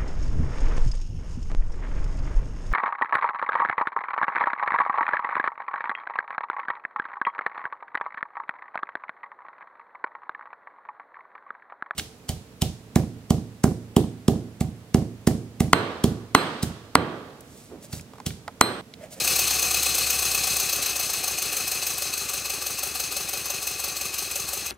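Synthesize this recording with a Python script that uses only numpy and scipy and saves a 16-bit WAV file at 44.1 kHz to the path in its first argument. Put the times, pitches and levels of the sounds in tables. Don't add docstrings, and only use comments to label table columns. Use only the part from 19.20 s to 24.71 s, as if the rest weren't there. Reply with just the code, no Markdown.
import sys
import numpy as np
from scipy import signal
from scipy.fft import rfft, irfft
from scipy.io import wavfile
from scipy.ndimage import uniform_filter1d, map_coordinates

SR = 44100
rng = np.random.default_rng(int(sys.argv[2]) if len(sys.argv) > 2 else 0)


def master(y):
    cut = np.clip(np.atleast_2d(y).T, -1, 1)
    pcm = np.round(cut * 32767)
    wavfile.write(sys.argv[1], SR, pcm.astype(np.int16))


def ratio(d):
    e = np.asarray(d, float) / 20
    return 10 ** e


N = 242991
T = np.arange(N) / SR
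TAPS = 16384
HZ = np.maximum(np.arange(TAPS // 2 + 1) * SR / TAPS, 1)

THIRD_TURN_STARTS = [-.040, .306, .660, 1.023, 1.398, 1.795, 2.220, 2.665, 3.134, 3.629, 4.131, 4.639,
                     5.155, 5.682]
# (time [s], level [dB])
PRESSURE = [(0, 0.5), (.3, 0), (.67, 0), (.9, -0.5), (1.5, 0), (2, -0.5), (2.45, 0), (3, -0.5), (3.8, 0),
            (4.4, 0), (4.9, 0), (5.51, 0.5)]
# (place [turn], rise [ms], fall [ms], knock place [turn],
# bench thud place [turn], thud size [ratio])
STROKES = [
    (.035, 5.5, 4.9, 0.01, 0, 0.2),
    (.262, 3.7, 7.1, .228, .26, 0.75),
    (.5, 16, 21, .53, .475, 0.74),
    (0.774, 6.7, 4.8, .745, .75, 0.24),
]
# (time [s], rattle [dB], knock [dB])
ODD_BLOWS = [(.19, 0.5, -0.5), (.66, -0.5, 2), (.9, 2, -3), (1.05, 2.5, 1), (1.15, 0.5, -1),
             (1.4, -0.5, -17), (1.53, 0.5, -5), (1.66, -1, -10), (1.93, -1.5, -11), (1.97, -3, -9),
             (2.04, 0, 6), (2.37, 0.5, -10), (2.52, -0.5, -10), (2.67, 2, -4), (2.86, -3.5, 1),
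             (2.98, -2.5, -12), (3.14, -0.5, 0), (3.34, 0, 2.5), (3.63, 1.5, 3.5), (3.8, 1.5, 1),
             (3.97, 0.5, 2.5), (4.13, 0, 1), (4.3, 0.5, 3.5), (4.47, 2, -8), (4.81, -2.5, -0.5),
             (4.98, 1.5, -2), (5.11, 1, -5), (5.33, -0.5, 0.5), (5.37, -1, 1.5)]

# (place [turn], level [dB])
BEARING = [(0, 3), (.18, -0.35), (.35, 1), (.55, -0.6), (.64, -4), (.72, 2.36), (.9, -2), (1, -1)]
# (level at slow speed [dB], rise per doubling of speed [dB])
RATTLES = [
    (-23.5, 9.3),
    (-26.5, 9.2),
    (-32, 16.5),
    (-25, 8.3),
]
# (frequency [Hz], width [Hz], level [dB])
FRAME_RINGS = [(2550, 120, .5), (3370, 150, -11), (4045, 110, -2), (4200, 140, -3), (4395, 110, -3),
               (5230, 260, -6), (6270, 260, 1), (6600, 200, -4), (7060, 200, -9), (8070, 130, -2),
               (8350, 250, -7), (8960, 180, -6), (12700, 150, -9), (15200, 150, -16), (15550, 250, -13)]
# (frequency [Hz], width [Hz], level [dB])
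FRAME_HUMPS = [(2670, 620, -8), (4170, 1200, -10), (4860, 1750, -10), (6020, 940, -9.5), (7940, 1180, -6.5),
               (9870, 960, -5.5), (12050, 460, -5.5), (13600, 960, -8)]
# (frequency [Hz], level [dB])
FRAME_FLOOR = [(300, -59), (1500, -30.5), (2200, -17.5), (3500, -33.5), (7000, -18), (10500, -22),
               (11200, -51), (15800, -32)]
PART_LIMITS = [2000, 3500, 5700, 7300, 16000]
# (frequency [Hz], width [Hz], level [dB])
JOINT_RINGS = [
    [(6250, 300, 3), (13800, 600, 1), (12000, 500, -2), (15500, 200, -7), (1250, 400, -9)],
    [(14250, 500, -3), (6300, 400, 1), (1200, 300, -5)],
    [(4200, 500, -2), (2550, 200, -1)],
    [(14300, 550, -.5), (8080, 300, 2), (12300, 400, -1), (1150, 350, -7)],
]

# (frequency [Hz], width [Hz], level [dB])
BASE_RINGS = [(354, 31, -2), (390, 145, 3.5), (544, 82, -2.5), (744, 150, -0.5), (1172, 100, 1.5),
              (1305, 290, -0.5), (1670, 500, -2.5)]
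# (frequency [Hz], level [dB])
BASE_FLOOR = [(60, -52), (150, -20), (250, -10), (900, -26), (1000, -27), (2000, -17), (4000, -41)]
# (full blow [dB], rise per doubling of speed [dB], mean shortfall [dB])
KNOCKS = [
    (-33.5, -0.5, 1.5),
    (-31.5, -5.5, 1.5),
    (-38, 4, 1.5),
    (-39, 2.5, 2),
]
# (frequency [Hz], width [Hz], level [dB])
KNOCK_RINGS = [
    [(566, 59, 5.5), (771, 77, 4), (393, 86, -11), (1410, 320, -7)],
    [(400, 76, 2.4), (780, 134, -0.011), (1293, 130, -0.5)],
    [(323, 92, 3.5), (626, 190, -2.5)],
    [(762, 144, 8.5), (1130, 200, 0.5), (370, 45, -17)],
]

PUSHES = [
    (.025, -.75),
    (.25, -.55),
    (.45, .8),
    (.75, -.7),
]
# (frequency [Hz], width [Hz], level [dB])
ROCKING = [(67, 9, 0)]
# (frequency [Hz], width [Hz], level [dB])
BENCH_RINGS = [(120, 45, 0), (160, 50, -1), (230, 60, -4)]
# (frequency [Hz], level [dB])
SPREAD = [(60, -24), (3000, -38), (6000, -44), (8000, -14), (10300, -8.5), (12000, -19), (15000, -31)]
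# (frequency [Hz], level [dB])
CAPSULES = [(60, -6), (110, 1), (200, 3), (380, 3.5), (700, 6), (1290, 5.5), (2380, 3), (4400, 4),
            (8120, 2), (15000, 1.5)]


def level(x, db):
    return x * ratio(db) / np.sqrt(np.mean(x ** 2))


def colour(points):
    hz, db = np.transpose(points)
    return ratio(np.interp(np.log(HZ), np.log(hz), db))


def shaped(x, gain):
    centred = np.roll(irfft(gain), TAPS // 2)
    return signal.oaconvolve(x, centred)[TAPS // 2:][:N]


def body(x, modes, floor_gain, tilt_db=0., order=1):
    power = floor_gain ** 2
    for f, width, db in modes:
        power = power + ratio(2 * db) / (1 + ((HZ - f * f / HZ) / width) ** 2) ** order
    tilt = np.log(ratio(tilt_db)) * np.log2(HZ / 4000 + 0.066)
    cepstrum = irfft(np.log(power) / 2 + tilt)
    cepstrum[1:TAPS // 2] *= 2
    cepstrum[TAPS // 2 + 1:] = 0
    ring = irfft(np.exp(rfft(cepstrum)))
    return signal.oaconvolve(x, ring)[:N]


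def walk(rate):
    hold = int(SR / rate)
    steps = np.repeat(rng.standard_normal(N // hold + 1), hold)
    return 0.44 * uniform_filter1d(steps, hold)[:N]


def grit(rate, spread_db):
    hardness = ratio(spread_db * np.minimum(rng.exponential(size=N), 4))
    hits = (rng.random(N) < rate / SR) * hardness
    return level(hits * rng.standard_normal(N), 0)


def turn_starts():
    count = len(THIRD_TURN_STARTS)
    longer = np.pad(THIRD_TURN_STARTS, pad_width=count, mode="reflect", reflect_type="odd")
    thirds = np.arange(0, count - 1, 1 / 3)
    thirds = np.append(thirds, thirds[-1] + 1 / 3)
    return map_coordinates(longer, [thirds + count])


def by_speed(s, slow_db, per_octave_db):
    starts = turn_starts()
    turns_per_s = np.interp(s, starts, 1 / np.gradient(starts))
    octaves = np.log2(turns_per_s / 6)
    return slow_db + per_octave_db * octaves + np.interp(s, *np.transpose(PRESSURE))


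def odd_db():
    starts = turn_starts()
    s, *extras = np.transpose(ODD_BLOWS)
    turn = np.interp(s, starts, np.arange(len(starts)))
    out = np.zeros((2, 4 * len(starts)))
    out[:, np.round(4 * turn).astype(int)] = extras
    return out.reshape(2, -1, 4)


def blows(places, sizes):
    starts = turn_starts()
    turn = np.arange(len(starts))
    s = np.interp(turn[:, None] + places, turn, starts)
    inside = (s >= 0) & (s < T[-1])
    sizes = sizes * np.ones_like(s)
    out = np.zeros(N)
    np.add.at(out, (s[inside] * SR).astype(int), sizes[inside])
    return out


def bursts(places, peak_db, under_db, rise_ms, fall_ms, tail=0.3):
    under = np.interp(turn_starts()[:, None], T, under_db)
    added_power = ratio(2 * np.array(peak_db)) - ratio(2 * under)
    sizes = np.sqrt(np.maximum(added_power, 0))
    ms = np.arange(-(SR // 12), SR // 12 + 1) * 1000 / SR
    out = []
    for k, (rise, fall) in enumerate(zip(rise_ms, fall_ms)):
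        swell = np.exp(-(ms / rise) ** 2)
        drop = (1 - tail) * np.exp(-(ms / fall) ** 2) + tail * np.exp(-abs(ms) / (4 * fall))
        shape = np.where(ms < 0, swell, drop)
        own_blows = blows(places, sizes * (np.arange(4) == k))
        out.append(signal.oaconvolve(own_blows, shape, "same"))
    return out


def motion_work(place):
    scrape_db = by_speed(T, slow_db=-32.5, per_octave_db=12.1)
    scrape = ratio(scrape_db + np.interp(place, *np.transpose(BEARING)))
    at, rise_ms, fall_ms = np.transpose(STROKES)[:3]
    peak_db = by_speed(turn_starts()[:, None], *np.transpose(RATTLES))
    peak_db = peak_db + odd_db()[0] + 0.42 * rng.standard_normal(peak_db.shape)
    rattles = bursts(at, peak_db, scrape_db + 1.5, rise_ms, fall_ms, tail=0.44)
    contacts = grit(14000, spread_db=0.4)
    chatter = grit(16000, spread_db=0.75)
    floor = colour(FRAME_FLOOR) / 2
    out = 0
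    for lo, hi in zip(PART_LIMITS, PART_LIMITS[1:]):
        part = [mode for mode in FRAME_RINGS + FRAME_HUMPS if lo <= mode[0] < hi]
        rubbed = scrape * ratio(2.5 * walk(45)) * np.roll(contacts, lo)
        out = out + body(rubbed, part, floor, tilt_db=-1.64, order=1.5) * ratio(10.5)
        shaken = sum(rattles) * ratio(5 * np.tanh(.6 * walk(70))) * np.roll(chatter, lo)
        out = out + body(shaken, part, floor, tilt_db=1.66, order=1.5) * ratio(5.5)
    for rattle, joint in zip(rattles, JOINT_RINGS):
        out = out + body(rattle * chatter, joint, ratio(-37), order=2) * ratio(6.5)
    return out


def wooden_base(place):
    hum_db = by_speed(T, slow_db=-45.5, per_octave_db=9.9)
    bearing_db = 0.53 * np.interp(place, *np.transpose(BEARING))
    hum = ratio(hum_db + 1.9 * walk(40) + bearing_db) * rng.standard_normal(N)
    floor = colour(BASE_FLOOR)
    out = body(hum, BASE_RINGS, floor) * ratio(12.0)

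    contact = 1 + .5 * rng.standard_normal(N)
    blow_ms = np.full(4, .15)
    full_db, per_octave_db, short_db = np.transpose(KNOCKS)
    peak_db = by_speed(turn_starts()[:, None], full_db, per_octave_db)
    peak_db = peak_db + odd_db()[1] - short_db * rng.exponential(size=peak_db.shape)
    knocks = bursts(np.transpose(STROKES)[3], peak_db, hum_db - 9.0, blow_ms, blow_ms)
    for knock, ring in zip(knocks, KNOCK_RINGS):
        out = out + body(knock * contact, ring, floor * ratio(-8.5), order=2) * ratio(17.0)

    drive = knocks[0] * contact * ratio(6.0) + hum * ratio(-4.5)
    drive = drive * ratio(by_speed(T, slow_db=4.2, per_octave_db=25.4))
    return out + body(drive, [(740.4, 100, 0)], ratio(-55), order=2)


def bench():
    shake_db = by_speed(T, slow_db=-52, per_octave_db=6.3)
    push_at, push = np.transpose(PUSHES)
    thud_at, thud_size = np.transpose(STROKES)[4:]
    push_uneven, thud_uneven = ratio(1.5 * rng.standard_normal((2, len(turn_starts()), 4)))
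    skirt = colour([(30, -64), (45, -40), (90, -38), (280, -46), (500, -60)])
    pushes = blows(push_at, push * push_uneven)
    rock = level(body(pushes, ROCKING, skirt), -1.3)
    slop = 0.0062 * rng.standard_normal(thud_uneven.shape)
    thuds = blows(thud_at + slop, thud_size * thud_uneven)
    thud = level(body(thuds, BENCH_RINGS, skirt, order=2), -3.0)
    low = colour([(25, -30), (45, -3), (70, -3), (100, -8), (200, -4), (300, -30)])
    rumble = level(shaped(rng.standard_normal(N), low), -8)
    band = signal.butter(2, [45, 320], "band", fs=SR, output="sos")
    return signal.sosfilt(band, rock + thud + rumble) * ratio(shake_db + 1.0)


def room(dry):
    age = np.arange(SR // 3) / SR
    fade = ratio(-60 * age / .2) * (age > .0015)
    tails = rng.standard_normal((2, len(age))) * fade
    return [signal.oaconvolve(dry, tail / np.linalg.norm(tail))[:N] for tail in tails]


def scene():
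    starts = turn_starts()
    place = np.interp(T, starts, np.arange(len(starts))) % 1
    engine = motion_work(place) + wooden_base(place)
    mid, side = room(engine)
    near = engine + ratio(-11) * mid + bench()
    return near + shaped(side, colour(SPREAD)) * np.array([[1], [-1]])


def band_limit(x):
    return signal.sosfilt(signal.butter(12, 15920, fs=SR, output="sos"), x)


def record(dry):
    half = np.sqrt(colour(CAPSULES))
    top = HZ < 15800
    left = shaped(dry[0], top * half)
    right = shaped(dry[1], top / half)
    return band_limit(np.array([left, right]))


dry = scene()
out = record(dry)
master(out)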